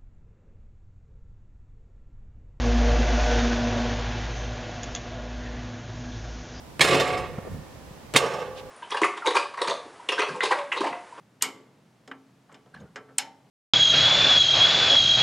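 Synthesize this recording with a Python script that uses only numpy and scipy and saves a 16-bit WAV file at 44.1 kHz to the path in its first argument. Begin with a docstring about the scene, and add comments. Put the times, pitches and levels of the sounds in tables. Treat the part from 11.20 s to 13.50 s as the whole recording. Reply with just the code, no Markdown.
"""Faint open air, then a sharp steel snap close by: a lever jack winching a load onto a trailer.
Its two spring-loaded pins slam into the holes of the bar in turn, and bar and deck ring.
Between the two snaps the linkage knocks as it takes up slack, the mesh deck thuds under
shifting weight and a dry joint squeaks in short slips."""
import sys
import numpy as np
from scipy import signal
from scipy.fft import rfft, irfft
from scipy.io import wavfile

SR = 44100
rng = np.random.default_rng(int(sys.argv[2]) if len(sys.argv) > 2 else 0)


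def output_pcm(signal):
    """Save a mono or channel-first signal as 16-bit PCM at the path in sys.argv[1].

    Samples are clipped to [-1, 1] before scaling.
    """
    pcm = np.clip(np.atleast_2d(signal).T, -1, 1) * 32767
    wavfile.write(sys.argv[1], SR, np.round(pcm).astype(np.int16))


N = 101430
RING_SAMPLES, HIT_SAMPLES = 32768, 2048
SIDE_DB = -21  # nearly mono

def amp(db):
    return 10 ** (np.asarray(db) / 20)

def fade(t, t60):
    return np.exp(-np.log(1000) * t / t60)

def curve_at(points, hz):
    """Read a curve along a log frequency axis."""
    freqs, values = np.transpose(points)
    return np.interp(np.log(hz + 1), np.log(freqs + 1), values)

def wander(rate_hz):
    """Random drift of about unit size."""
    points = rng.standard_normal(N // 10)
    return np.interp(np.arange(N) / SR * rate_hz, np.arange(len(points)), points)

def add(mix, start_s, sound):
    part = mix[:, round(start_s * SR):][:, :sound.shape[-1]]
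    part += sound[..., :part.shape[1]]

def spread(mid, side, side_db=SIDE_DB):
    """Mid and side to left and right."""
    return np.array([mid + amp(side_db) * side, mid - amp(side_db) * side])

# Width of sound arriving from all around: freq_hz, side_minus_mid_db
DIFFUSE_WIDTH = [(150, -21.5), (400, -11.5), (2400, -8.5)]
def noise(colour, size, diffuse=False):
    """Stereo noise shaped to a level per octave band."""
    hz = np.fft.rfftfreq(size, 1 / SR)
    magnitude = amp(curve_at(colour, hz)) * np.sqrt(size * SR / (2 * np.log(2) * (hz + 10)))
    mid, side = magnitude * np.exp(2j * np.pi * rng.random((2, len(hz))))
    side_db = curve_at(DIFFUSE_WIDTH, hz) if diffuse else SIDE_DB
    return irfft(spread(mid, side, side_db), size)

# Outdoor bed: freq_hz, octave_level_db
AIR_COLOUR = [(25, -103), (55, -86.5), (90, -79), (128, -60), (165, -65.5), (200, -62), (260, -67.5),
              (400, -69), (800, -70), (1600, -73), (7000, -77.5), (11000, -81.5), (15500, -88.5)]
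def air():
    """Distant rumble and a faint steady hiss."""
    return noise(AIR_COLOUR, N, diffuse=True)

# Modes of bar and frame: pitch_hz, level_over_colour_db, t60_s
STEEL_MODES = [(268, 4.5, 0.76), (431.7, -2, 0.66), (746, -5, .35), (777, -5.5, 0.4), (900, -7.5, 0.38),
               (1149, -9, 0.52), (1328, -2, .28), (1561, -8, .2), (2062, -17, 0.46), (2215, -11.5, .26),
               (2240, -9.5, 0.21), (2410, -7.5, 0.23), (2865, -3.5, 0.14), (3054, -9.5, .27),
               (5170, -10.5, .17)]
def steel_ring(colour, decay, tail_db, modes_db, bloom_cycles, rise_s, tail_stretch=2.56):
    """Struck steel: crowded modes dying band by band, a few clear tones, a wide tail from the yard."""
    t, hz = np.arange(RING_SAMPLES) / SR, np.fft.rfftfreq(RING_SAMPLES, 1 / SR)
    spectra = rfft(np.array([noise(colour, RING_SAMPLES), noise(colour, RING_SAMPLES, diffuse=True)]))
    centres, out = [f for f, _ in decay], np.zeros((2, RING_SAMPLES))
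    for (band_hz, t60), weights in zip(decay, np.eye(len(decay))):
        band = curve_at(list(zip(centres, weights)), hz)
        near, far = irfft(spectra * band, RING_SAMPLES)
        bloom = 1 - np.exp(-t * band_hz / bloom_cycles)  # bass swells in late
        out += (near * fade(t, t60) + amp(tail_db) * far * fade(t, t60 * tail_stretch)) * bloom
    for pitch_hz, level_db, t60 in STEEL_MODES:
        tone = spread(*np.sin(2 * np.pi * (pitch_hz * t + rng.random((2, 1)))))
        bloom = 1 - np.exp(-t * pitch_hz / bloom_cycles)
        out += tone * amp(curve_at(colour, pitch_hz) + level_db + modes_db) * fade(t, t60) * bloom
    return out * (1 - np.exp(-t / rise_s))

# Bands that colour a knock: freq_hz
KNOCK_BANDS = [130, 270, 450, 900, 1600, 3000, 7000, 13000]
# Linkage hits: start_s, rise_s, contact_db, then octave_level_db for each band, before the body EQ
KNOCKS = [(0.2097, 0.0017, -9, -71.5, -67.5, -61, -63, -48, -41, -58, -71),
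          (0.8763, 0.00032, 3.5, -74, -52.5, -49, -56, -57, -57.5, -57, -67),
          (0.9132, 0.0016, 17.5, -72, -51.5, -59, -49.5, -45.5, -51.5, -73, -80),
          (1.459, 0.00089, 2, -75, -75, -57, -62.5, -68, -70, -79, -88),
          (1.293, 0.0019, 3, -82.5, -76, -68.5, -56, -57.5, -72.5, -87, -86),
          (1.315, 0.0021, -7.5, -68, -73, -58, -58, -57.5, -61, -71, -86),
          (1.325, 0.00064, 6, -88, -68, -81, -77, -68, -80, -63, -73),
          (1.343, 0.00073, -1, -69, -59, -57, -62.5, -57, -54, -59.5, -78),
          (1.543, 0.0017, -5, -70, -68.5, -67, -50, -59.5, -56, -76, -76),
          (1.601, 0.0036, 5, -54, -63, -67, -55, -69, -64, -67, -69),
          (1.7583, 0.0005, -2, -60, -56, -43, -48.5, -38.5, -45.5, -47.5, -74),
          (1.884, 0.0041, -10, -77, -62.5, -52.5, -58.5, -51, -72.5, -87, -89)]
# Body EQ shared by all knocks: freq_hz, gain_db
BODY_EQ = [(30, -15.5), (130, 1), (1550, 0.5), (1850, 3.5), (2600, -5), (3100, 1), (4500, -4.5), (5250, 2),
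           (5900, -4.5), (6800, 3), (16000, -11)]
# Ring-out of a knock: freq_hz, t60_s
KNOCK_DECAY = [(60, .08), (270, 0.25), (500, 0.27), (1000, 0.21), (2000, 0.13), (4000, 0.096),
               (8000, 0.064), (15000, .06)]
def linkage():
    """Links and handle take up their slack in soft clanks, each with a brief lift at contact."""
    out, t = np.zeros((2, N)), np.arange(RING_SAMPLES) / SR
    freqs = sorted(KNOCK_BANDS + [f for f, _ in BODY_EQ])
    for start_s, rise_s, contact_db, *levels_db in KNOCKS:
        bands = list(zip(KNOCK_BANDS, levels_db))
        colour = [(f, curve_at(bands, f) + curve_at(BODY_EQ, f)) for f in freqs]
        clank = steel_ring(colour, KNOCK_DECAY, tail_db=-17.5, modes_db=-2.5,
                           bloom_cycles=1.3, rise_s=rise_s)
        punch = 1 + amp(contact_db) * fade(t, t60=0.022)
        add(out, start_s, clank * punch)
    return out

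# Bright crack of steel on steel: freq_hz, octave_level_db
CRACK_COLOUR = [(300, -45), (1000, -23.5), (2600, -7), (5000, -6), (7800, 0), (12000, -7), (16000, -22)]
def snap(level_db, pitch_hz, t60, crack_db, rise_s=0.00025, low_cut_hz=400):
    """A pin hits steel: a tiny ping and a broadband crack, with no bass."""
    t = np.arange(HIT_SAMPLES) / SR
    envelope = (1 - np.exp(-(t / rise_s) ** 2)) * fade(t, t60)
    ping = envelope / envelope.max() * np.sin(2 * np.pi * pitch_hz * t)
    crack = amp(crack_db) * noise(CRACK_COLOUR, len(t)) * fade(t, t60=0.011)
    low_cut = signal.butter(2, low_cut_hz, "high", fs=SR)
    return amp(level_db) * signal.lfilter(*low_cut, ping + crack)

def jolt(gain_db, width_s):
    """The load settles on the pin: one low push through the frame."""
    age = np.arange(HIT_SAMPLES) / SR / width_s
    return amp(gain_db) * age * np.exp(-age)

# Pin strikes: start_s, level_db, pitch_hz, ping_t60_s, crack_gain_db
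PIN_SNAPS = [(0.2201, -36, 6020, 0.0041, -1), (0.2232, -8.5, 7270, 0.0025, -5.5),
             (0.2245, -9, 8230, 0.0077, -11.5), (0.2238, -18, 11630, .012, -20),
             (0.2246, -18.5, 8950, .011, -2.5), (0.231, -22, 8320, .005, -8),
             (1.9814, -23, 8650, 0.0065, -9), (1.9835, -4, 7780, 0.0021, -17),
             (1.9852, -16.5, 8590, 0.012, -1.5)]
# Colour each pin rings out of the jack: freq_hz, octave_level_db
FIRST_PIN = [(40, -86.5), (120, -68), (200, -50), (350, -45.5), (450, -44.5), (660, -48.5), (1000, -32),
             (1400, -35.5), (1750, -35.5), (2200, -25), (2620, -38), (2880, -25), (3400, -30.5),
             (4000, -32), (5200, -27.5), (6000, -32.5), (7000, -24), (8500, -27), (10000, -39),
             (12000, -31.5), (16000, -55.5)]
SECOND_PIN = [(40, -95), (170, -72), (270, -53), (420, -59.5), (580, -45.5), (690, -49), (800, -31.5),
              (900, -30), (1100, -46.5), (1550, -35), (2100, -31.5), (2500, -35), (3020, -29.5),
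              (3300, -34.5), (4250, -28.5), (4750, -36), (5250, -25), (5900, -33), (6900, -28),
              (8500, -35.5), (12000, -38), (16000, -67.5)]
# Pins seating: start_s, decay_factor, tail_db, modes_db, bloom_cycles, colour
PIN_SEATINGS = [(0.2234, 0.94, -17, -0.5, 1.9, FIRST_PIN), (1.9844, 0.74, -16.5, -2, 3.9, SECOND_PIN)]
# Dense ring-out of jack and deck: freq_hz, base_t60_s
PIN_DECAY = [(60, .15), (200, 1), (500, 0.8), (1000, 0.32), (2000, .22), (8000, 0.15), (15000, 0.11)]
# Thin tones of pin and spring: start_s, pitch_hz, level_db, t60_s
PIN_TONES = [(0.224, 11730, -51.5, 0.31), (0.224, 2130, -47, .5), (0.224, 964, -36, 0.18),
             (1.985, 5480, -57.5, 0.41)]
# The first pin taking the load: start_s, gain_db, width_s
LOAD_JOLT = (0.2236, -41.5, .0006)
def pins(shimmer_depth=0.006):
    """Each pin catches the rim of its hole, slams home, rings the jack and sings on thinly."""
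    out, t = np.zeros((2, N)), np.arange(RING_SAMPLES) / SR
    for start_s, *strike in PIN_SNAPS:
        add(out, start_s, snap(*strike))
    for start_s, decay_factor, tail_db, modes_db, bloom_cycles, colour in PIN_SEATINGS:
        decay = [(f, t60 * decay_factor) for f, t60 in PIN_DECAY]
        add(out, start_s, steel_ring(colour, decay, tail_db, modes_db, bloom_cycles, rise_s=0.00051))
    for start_s, pitch_hz, level_db, t60 in PIN_TONES:
        shimmer = 1 + shimmer_depth * wander(rate_hz=700)[:RING_SAMPLES]
        phase = 2 * np.pi * np.cumsum(pitch_hz * shimmer) / SR
        add(out, start_s, amp(level_db) * fade(t, t60) * np.sin(phase))
    add(out, LOAD_JOLT[0], jolt(*LOAD_JOLT[1:]))
    return out

# Swell of the deck thud: time_s, gain_db
THUD_ENVELOPE = [(1.52, -15), (1.56, -3.5), (1.578, -6), (1.624, 2), (1.656, -0.5), (1.681, -11.5),
                 (1.75, -17), (1.821, -17.5)]
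# Its dull body: freq_hz, octave_level_db
THUD_COLOUR = [(30, -80), (70, -62), (125, -52.5), (200, -45), (320, -61), (480, -51), (750, -66.5),
               (1500, -61.5), (4000, -90)]
def deck():
    """The trailer deck rumbles briefly under shifting weight."""
    t = np.arange(N) / SR
    times_s, gains_db = np.transpose(THUD_ENVELOPE)
    gate = (t > times_s[0]) * (t < times_s[-1])
    return noise(THUD_COLOUR, N) * amp(np.interp(t, times_s, gains_db)) * gate

# Slips of the dry joint: start_s, pitch_hz, level_db, tone_length_s
JOINT_SLIPS = [(1.539, 1585, -41.5, .013), (1.555, 1660, -47, 0.026), (1.579, 1550, -51, 0.028),
               (1.606, 1600, -63, .03), (1.643, 1420, -62, 0.051), (1.539, 4150, -58, 0.022),
               (1.539, 8950, -67, .016), (1.596, 3650, -63, .013), (1.597, 6440, -66.5, 0.031)]
# Band of the scraping grit: low_hz, high_hz
GRIT_BAND = [909, 4140]
def squeak(pitch_jitter=0.06, roughness=0.55, grit_db=-12.5):
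    """A dry joint creaks in short slips: each a rough, unsteady tone with a trailing scrape of grit."""
    out, t = np.zeros((2, N)), np.arange(N) / SR
    band_pass = signal.butter(2, GRIT_BAND, "band", fs=SR)
    for start_s, pitch_hz, level_db, length_s in JOINT_SLIPS:
        phase = 2 * np.pi * np.cumsum(pitch_hz * (1 + pitch_jitter * wander(rate_hz=952))) / SR
        tone = np.sin(phase) * (1 + roughness * wander(rate_hz=387))
        friction = rng.standard_normal(N) * (1 + roughness * wander(rate_hz=500))
        grit = signal.lfilter(*band_pass, friction)
        progress = np.minimum(t / length_s, 1)
        swell = np.sin(np.pi * progress)
        scrape = amp(grit_db) * progress * fade(t, t60=0.18)
        add(out, start_s, amp(level_db) * (swell * tone + scrape * grit / grit.std()))
    return out

def scene():
    """The jack up close, over a quiet outdoor bed."""
    return pins() + linkage() + squeak() + deck() + air()

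def record(dry, ceiling=0.6, high_cut_hz=16300):
    """Soft overload rounds the sharpest peaks; a steep high cut trims the top."""
    rounded = dry / (1 + (dry / ceiling) ** 6) ** (1 / 6)
    high_cut = signal.firwin(255, high_cut_hz, window=("kaiser", 9), fs=SR)
    return signal.oaconvolve(rounded, high_cut[None], "same")

dry = scene()
out = record(dry)
output_pcm(out)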